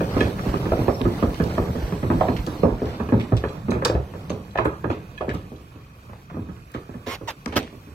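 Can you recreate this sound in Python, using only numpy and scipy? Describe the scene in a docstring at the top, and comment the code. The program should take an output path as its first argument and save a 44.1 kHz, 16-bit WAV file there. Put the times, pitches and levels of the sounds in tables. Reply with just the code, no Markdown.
"""Traction engine on a gravel lane

Between trees, a steam traction engine rolls away, off to the left. Rods, gears and wheel strakes knock
in rattling flurries, leaks whistle, the exhaust thumps, loose iron clinks and stones crack under the
wheels. It fades into the distance, and gravel is scuffed close to the microphone. The two microphone
ports hear the engine alike in the bass; its treble reaches the left one half a millisecond sooner."""
import sys
import numpy as np
from scipy import signal
from scipy.fft import rfft, irfft, next_fast_len
from scipy.io import wavfile
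from scipy.ndimage import uniform_filter1d, map_coordinates

SR = 44100
rng = np.random.default_rng(int(sys.argv[2]) if len(sys.argv) > 2 else 0)


def dump_mix(stems):
    """Bounce the given channels to the path in sys.argv[1] as a 16-bit WAV at rate SR."""
    frames = np.atleast_2d(stems).T  # one column per channel
    limited = np.clip(frames, -1, 1)  # hard clip at full scale
    pcm = np.round(limited * 32767).astype(np.int16)
    wavfile.write(sys.argv[1], SR, pcm)


N = 350154


def amp(db):
    return 10 ** (np.asarray(db) / 20)


def unit(x):
    return x / np.sqrt(np.mean(x ** 2) + 1e-20)


def along(points, hz):
    """Reads (f/Hz, value) points on a log frequency axis."""
    f, values = np.transpose(points)
    return np.interp(np.log(hz + 1), np.log(f + 1), values)


def filtered(x, response):
    """x through a complex frequency response."""
    n = x.shape[-1]
    size = next_fast_len(n + 4096)
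    return irfft(rfft(x, size) * response(np.fft.rfftfreq(size, 1 / SR)), size)[..., :n]


def coloured(noise, spectrum):
    """Noise shaped by (f/Hz, level/dB) points, at unit RMS."""
    return unit(filtered(noise, lambda f: amp(along(spectrum, f))))


def resonance(hz, width):
    """A causal band-pass."""
    return lambda f: 1j * f * width / (hz * hz - f * f + 1j * f * width)


def contacts(n, spread_db, hold):
    """Noise whose strength jumps every hold samples: a run of uneven contacts, the first one hard."""
    steps = np.clip(rng.standard_normal(n // hold + 1), -2, 1.5)
    steps[0] = steps.max()
    return unit(amp(spread_db * np.repeat(steps, hold)[:n]) * rng.standard_normal(n))


def wobble(rate):
    """A smooth random curve, rate knots a second."""
    return map_coordinates(rng.standard_normal(int(N * rate / SR) + 4), [np.arange(N) * rate / SR])


def burst(shake, response, t60, rise, rattle_share=1):
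    """Filtered shaking that rises and decays; after a tight first clunk, only a share rattles on."""
    t, clunk_s = np.arange(len(shake)) / SR, .026
    clunk = rattle_share + (1 - rattle_share) * np.exp(-(t / clunk_s) ** 4)
    envelope = amp(-60 * t / t60) * (1 - np.exp(-t / rise)) * clunk
    return unit(filtered(shake * envelope, response)) / unit(envelope).max()


def add(track, s, sound):
    """Lays a sound on a track at s seconds."""
    part = track[round(s * SR):][:len(sound)]
    part += sound[:len(part)]


# Background of the lane: f/Hz, level/dB
AIR_SPECTRUM = [(24, -19), (40, 8.5), (120, 14.5), (785, -24.5), (1170, -7), (2960, -20), (15800, -51.5)]
# Two steady bands in it: f/Hz, width/Hz, boost/dB
AIR_BANDS = [(1117, 48, 9), (2500, 310, 11)]
def lane_air():
    """Steady low noise all round the microphone, with two bell-shaped peaks higher up."""
    def colour(f):
        peaks_db = sum(db / (1 + (2 * (f - hz) / width) ** 2) for hz, width, db in AIR_BANDS)
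        return amp(along(AIR_SPECTRUM, f) + peaks_db)
    return amp(-45) * unit(filtered(rng.standard_normal(N), colour))


# The engine drawing away down the lane: t/s, rumble/dB, grind/dB, steam/dB
ROLL_LEVELS = [(0.0, -30.5, -29, -45.5), (2.55, -34, -36.5, -48.5), (2.7, -33.5, -36, -53),
               (5.46, -44, -51.5, -58.5), (5.79, -68, -56, -60), (7.94, -60, -52.5, -56.5)]
# Spectra of wheel rumble, grinding and steam hiss: f/Hz, level/dB
RUMBLE_SPECTRUM = [(20, -27), (40, 3.5), (82, 9), (200, 10.5), (245, -16), (300, 5.5), (390, -63),
                   (660, -120)]
GRIND_SPECTRUM = [(59, -9), (100, -2.5), (500, -8), (822, -15.5), (1060, -16.5), (6000, -35.5),
                  (7800, -113)]
STEAM_SPECTRUM = [(1470, -1.5), (2500, -37), (2890, -4), (8260, -12), (9070, -15.5), (13100, -10.5),
                  (15800, -17.5)]
def rolling():
    """Iron wheels rumble and grind on the stones, and steam leaks; all of it heaves unevenly."""
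    times, *levels = np.transpose(ROLL_LEVELS)
    rumble_db, grind_db, steam_db = [np.interp(np.arange(N) / SR, times, db) for db in levels]
    sway_db, heave_db, flutter_db = 2.5 * wobble(6), 2.5 * wobble(9), .55 * wobble(22)
    rumble = amp(rumble_db + sway_db) * coloured(rng.standard_normal(N), RUMBLE_SPECTRUM)
    grind = amp(grind_db + heave_db) * coloured(contacts(N, spread_db=1.5, hold=200), GRIND_SPECTRUM)
    steam = amp(steam_db + heave_db / 4 + flutter_db) * coloured(rng.standard_normal(N), STEAM_SPECTRUM)
    return rumble + grind + steam


# Whistling leaks on the engine: f/Hz, width/Hz, level/dB, waver/dB
LEAKS = [(3800, 40, -66, 4), (4200, 120, -63, 4), (5380, 30, -66, 6), (8420, 100, -67, 2),
         (13250, 300, -62, 1.5)]
def steam_whistles(shut_s=2.64, fall_s=.03):
    """Narrow bands of steam noise, each wavering on its own, until the leaks close."""
    out = np.zeros(N)
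    for hz, width, db, waver_db in LEAKS:
        gain = amp(db + waver_db * wobble(8.4))
        out += gain * unit(filtered(rng.standard_normal(N), lambda f: resonance(hz, width)(f) ** 2))
    return out * np.clip((shut_s - np.arange(N) / SR) / fall_s + 1, 0, 1)


# Modes of the engine's frame: f/Hz, width/Hz
FRAME_MODES = [(85, 15), (128, 47), (170, 29), (250, 45), (332, 9.8), (430, 310), (540, 204), (620, 135),
               (760, 810), (930, 99)]
# Rods, gears and wheel strakes, fainter with distance: t/s, level/dB, body f/Hz, clack re body/dB
KNOCK_BLOWS = [(0.004, -20.5, 302, -7.5), (0.163, -16.5, 227, -14.5), (0.207, -16, 203, -15.5),
               (0.261, -27.5, 315, -11), (0.39, -33.5, 213, 0.5), (0.458, -20, 162, -30),
               (0.538, -22, 223, -5), (0.653, -24, 230, -11), (0.717, -15, 340, -12.5),
               (0.788, -16.5, 173, -23), (0.878, -14.5, 316, -15), (1.005, -21, 237, -16),
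               (1.05, -15.5, 217, -15), (1.224, -14, 249, -14), (1.397, -15, 165, -15.5),
               (1.576, -18, 280, -9.5), (1.68, -20, 132, -26), (1.75, -23.5, 225, -18),
               (1.921, -22.5, 208, -13), (2.027, -20.5, 190, -11.5), (2.1, -13.5, 240, -11.5),
               (2.207, -14, 630, -9.5), (2.282, -16, 260, -13), (2.329, -20, 150, -45),
               (2.468, -24, 235, -10), (2.631, -10.5, 292, -23.5), (2.689, -27, 170, -16),
               (2.816, -19.5, 267, -21), (2.996, -21.5, 246, -11.5), (3.086, -27.5, 265, -10),
               (3.12, -11, 244, -21), (3.317, -15.5, 93, -31), (3.318, -17.5, 298, -17),
               (3.436, -21.5, 322, -7), (3.68, -17.5, 188, -19), (3.714, -21, 200, -8.5),
               (3.748, -23, 252, -12), (3.819, -24.5, 374, -3.5), (3.851, -20, 376, -2.5),
               (3.894, -19, 317, -14), (3.943, -19.5, 93, -35), (3.948, -23.5, 420, -12.5),
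               (4.135, -35, 322, -5.5), (4.299, -23.5, 280, -15), (4.552, -22.5, 574, -7.5),
               (4.583, -21.5, 298, 1.5), (4.651, -17.5, 310, -5), (4.84, -21.5, 212, -9.5),
               (4.898, -21.5, 308, -8), (5.207, -23.5, 540, -17), (5.277, -22, 233, -17),
               (5.337, -26.5, 230, -9.5), (5.514, -33.5, 207, -21), (5.753, -41, 205, -31),
               (6.093, -36.5, 150, -10), (6.312, -32.5, 142, -23), (6.339, -29.5, 149, -16),
               (6.366, -23.5, 159, -21.5), (6.486, -28.5, 150, -18.5), (6.744, -28, 229, -6),
               (6.888, -33.5, 244, -16.5), (6.939, -30, 165, -16.5), (7.067, -27.5, 310, -14),
               (7.209, -34, 236, -16.5), (7.458, -25.5, 242, -7), (7.524, -32, 237, -4),
               (7.559, -20, 260, -14), (7.724, -38, 208, -26), (7.869, -37.5, 156, -34)]
def knocks():
    """Each blow shakes a flurry of contacts through the frame modes, with a clack and a ground thud."""
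    out = np.zeros(N)
    for s, db, hz, clack_db in KNOCK_BLOWS:
        t60 = 0.4 * np.cbrt(250 / hz) * np.exp(.2 * rng.standard_normal())  # small parts settle sooner
        shake = contacts(8192, spread_db=1.5, hold=90)
        shake[rng.integers(100, 260)] += 19  # the hardest contact comes a little into the flurry
        frame_gains = amp(rng.normal(0, 5.5, len(FRAME_MODES)))
        detune = rng.normal(1, .03)  # each part rings a little apart
        iron_gains = amp(rng.normal(0, 4, len(IRON_MODES)))

        def frame(f):
            modes = sum(g * resonance(c * detune, w)(f) for g, (c, w) in zip(frame_gains, FRAME_MODES))
            return resonance(hz, 1.3 * hz)(f) ** 3 * (0.025 + modes)

        def loose_iron(f):
            modes = sum(g * resonance(c, .07 * c)(f) for g, (c, *_) in zip(iron_gains, IRON_MODES))
            return resonance(1150, 1500)(f) ** 4 * (.5 + modes)

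        body = burst(shake, frame, t60, rise=0.0035, rattle_share=.4)
        clack = burst(shake, loose_iron, 0.78 * t60, rise=0.0011, rattle_share=.4)
        thud = burst(shake, lambda f: resonance(88, 70)(f) ** 3, 0.43 * t60, rise=0.015)
        thud_db = -6.5 - 3.45 * np.log2(hz / 250)  # deeper blows shake the ground more
        add(out, s, amp(db) * (body + amp(clack_db) * clack + amp(thud_db) * thud))
    return out


def exhaust_thumps(first_s=0.15, turn_s=0.56, return_s=0.33, t60=0.1):
    """Two deep thumps to a turn of the crank, each sinking in pitch, until the steam is shut off."""
    out, t = np.zeros(N), np.arange(SR // 4) / SR
    hz = 25.9 + 45.4 * np.exp(-t / 0.038)
    cycles = np.cumsum(hz) / SR
    thump = np.sin(2 * np.pi * cycles) * amp(-60 * t / t60) * (1 - np.exp(-t / 0.017))
    for stroke in range(10):
        s = first_s + turn_s * (stroke // 2) + return_s * (stroke % 2)
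        add(out, s, amp(rng.normal(-20.5, 0.74)) * thump / thump.max())
    return out


def crack(hz, t60):
    """A hard contact: a sudden broad burst of noise centred on hz."""
    colour = lambda f: resonance(hz, 1.1 * hz)(f) ** 2 * resonance(hz, 3 * hz)(f)
    shake = contacts(SR // 6, spread_db=3.5, hold=30)
    return burst(shake, colour, t60, rise=0.000053)


# Modes of the loose iron, which also colour the knocks: f/Hz, level/dB, t60/s
IRON_MODES = [ (1250, -1, .07), (1720, -1, .075), (2520, -3, .06), (3300, -4, .07), (4000, -3, .05),
              (6370, -1, .06)]
# Loose iron struck on the engine: t/s, level/dB, centre f/Hz
CLINK_HITS = [(0.206, -27, 1950), (0.385, -43.5, 1600), (3.485, -52, 3870), (3.706, -42, 4700),
              (4.301, -55, 6360), (4.509, -63, 4000), (4.575, -34.5, 1940), (5.209, -36, 1170),
              (5.561, -65, 4000), (5.177, -47, 2200), (5.291, -32, 1710)]
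def clinks(ring_db=18):
    """A crack, and the iron modes nearest to it ringing on as the part chatters against its seat."""
    n = SR // 6
    out, t = np.zeros(N), np.arange(n) / SR
    for s, db, hz in CLINK_HITS:
        ring = np.zeros(n)
        for mode_hz, mode_db, t60 in IRON_MODES:
            struck_db = rng.normal(mode_db, 1.5) - 21 * abs(np.log2(mode_hz / hz))
            ring += amp(struck_db - 60 * t / t60) * np.sin(2 * np.pi * mode_hz * t)
        chatter_db = 4.5 * np.interp(np.arange(n) / 350, np.arange(n), rng.standard_normal(n))
        ring *= amp(ring_db + chatter_db) * (1 - np.exp(-t / 0.00063))
        add(out, s, amp(db) * (crack(hz, t60=0.16) + ring))
    return out


# Stones in the lane, crushed under the wheels or kicked: t/s, level/dB, centre f/Hz, t60/s
STONE_CRACKS = [(1.015, -26, 2250, 0.018), (1.343, -40.5, 2800, 0.21), (1.439, -37, 3360, 0.05),
                (2.365, -34, 2320, 0.13), (2.465, -34, 4400, 0.057), (2.856, -45, 3460, 0.085),
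                (3.198, -34, 2100, 0.18), (3.368, -33, 2900, 0.1), (3.849, -17, 3770, 0.085),
                (3.85, -46, 12000, 0.1), (4.297, -35.5, 2770, 0.11), (4.648, -44.5, 9400, 0.12),
                (4.9, -40, 2120, 0.29), (5.337, -48.5, 12000, 0.1), (5.345, -43, 2780, 0.16),
                (6.131, -34.5, 755, 0.038), (6.3, -38, 990, 0.11), (6.718, -46, 9000, .015),
                (6.741, -40.5, 2130, 0.17), (7.46, -20, 2060, 0.0069), (7.524, -38, 2250, 0.21),
                (7.6, -39.5, 2400, 0.32), (7.629, -39, 3500, .02), (7.676, -39.5, 1450, .04)]
def stones():
    """Each stone is a bare crack, with no ring."""
    out = np.zeros(N)
    for s, db, hz, t60 in STONE_CRACKS:
        add(out, s, amp(db) * crack(hz, t60))
    return out


# Spectrum of sliding gravel: f/Hz, level/dB
GRAVEL_SPECTRUM = [(150, -48), (350, -7.5), (1100, -11.5), (3300, -15.5), (6000, -24.5), (9300, -38.5),
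                   (12000, -27.5), (15800, -38)]
# Scuffs close to the microphone: t/s, length/s, level/dB
GRAVEL_SCUFFS = [(7.062, 0.091, -33.5), (7.273, 0.034, -32), (7.557, 0.018, -16.5)]
def scuffs(t60=.075):
    """Dense grains of gravel sliding for a moment, with a quick start and a short fall."""
    envelope, t = np.zeros(N), np.arange(SR // 4) / SR
    for s, length, db in GRAVEL_SCUFFS:
        fall_db = 60 * np.maximum(t - length, 0) / t60
        add(envelope, s, amp(db - fall_db) * (1 - np.exp(-t / 0.0059)))
    return envelope * coloured(contacts(N, spread_db=2.5, hold=40), GRAVEL_SPECTRUM)


# Stick-slip within those close scuffs: t/s, length/s, start f/Hz, end f/Hz, level/dB
STONE_SQUEAKS = [(7.08, .085, 1040, 1110, -34), (7.274, .03, 980, 860, -27)]
def squeaks():
    """A stone slipping and sticking at an uneven rate: a short gliding stack of overtones."""
    out = np.zeros(N)
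    for s, length, from_hz, to_hz, db in STONE_SQUEAKS:
        n = round(length * SR)
        jitter = .1 * uniform_filter1d(rng.standard_normal(n), size=60)
        slip_hz = np.linspace(from_hz, to_hz, n) * (1 + jitter)
        cycles = np.cumsum(slip_hz) / SR
        overtones = sum(np.sin(2 * np.pi * k * cycles) / k for k in range(1, 9))
        add(out, s, amp(db) * overtones * np.sqrt(np.hanning(n)))
    return out


# Decay among the trees along the lane: f/Hz, t60/s
TREE_DECAY = [(100, 0.092), (1000, 0.33), (8000, 0.19)]
def tree_echoes(x):
    """Scattered echoes off the trees, 16 ms late, each frequency dying at its own speed."""
    hz, t, spectra = signal.stft(rng.standard_normal(SR // 2), SR, nperseg=256)
    decay = amp(-60 * t / along(TREE_DECAY, hz)[:, None])
    tail = signal.istft(spectra * decay, SR, nperseg=256)[1]
    return signal.fftconvolve(np.pad(x, (700, 0)), tail / np.linalg.norm(tail))[:N]


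# Left port ahead of the right, before scaling by lead: f/Hz, phase/rad
PORT_PHASE = [(0, 0), (600, -0.59), (1460, 4.5), (16000, 61.5)]
# How alike the two ports sound: f/Hz, likeness/0-1
PORT_LIKENESS = [(60, 0.97), (300, 0.98), (700, 0.83), (1400, 0.51), (5000, 0.38), (12000, 0.12)]
# Balance of the ports: f/Hz, left minus right/dB
PORT_BALANCE = [(60, -1), (240, -1.5), (950, -5.5), (3770, -2), (15000, 4)]
def microphone_ports(x, lead):
    """Both ports: a shared sound, a scattered part of opposite sign, a level tilt and a time lead."""
    spectra = signal.stft(x, nperseg=128)[2]
    steps = unit(uniform_filter1d(rng.standard_normal(spectra.shape), size=4, axis=0))
    drift_rad = .35 * np.cumsum(steps, axis=1)  # the scattered sound wanders in phase
    scattered = unit(signal.istft(spectra * np.exp(1j * drift_rad), nperseg=128)[1][:N]) * x.std()
    sign = np.array([[1], [-1]])  # left, right

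    def blend(f):
        return np.arccos(np.clip(along(PORT_LIKENESS, f), 0, 1)) / 2

    def port(f):
        phase = lead * np.interp(f, *np.transpose(PORT_PHASE))
        return amp(sign * along(PORT_BALANCE, f) / 2) * np.exp(.5j * sign * phase)

    shared = filtered(x, lambda f: np.cos(blend(f)) * port(f))
    return shared + filtered(scattered, lambda f: sign * np.sin(blend(f)) * port(f))


def scene():
    """From the lane: the engine off to the left, the scuffed gravel close by and nearly central."""
    impacts = knocks() + clinks() + stones()
    air = lane_air()
    engine = impacts + amp(-10) * tree_echoes(impacts) + rolling() + steam_whistles() + exhaust_thumps()
    far = amp(-0.5) * microphone_ports(engine + air, lead=0.796)
    near = microphone_ports(scuffs() + squeaks(), lead=0.1)
    return far + near


def record(dry, top_hz=15900):
    """The recorder keeps nothing above its band limit."""
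    return filtered(dry, lambda f: f < top_hz)


dry = scene()
out = record(dry)
dump_mix(out)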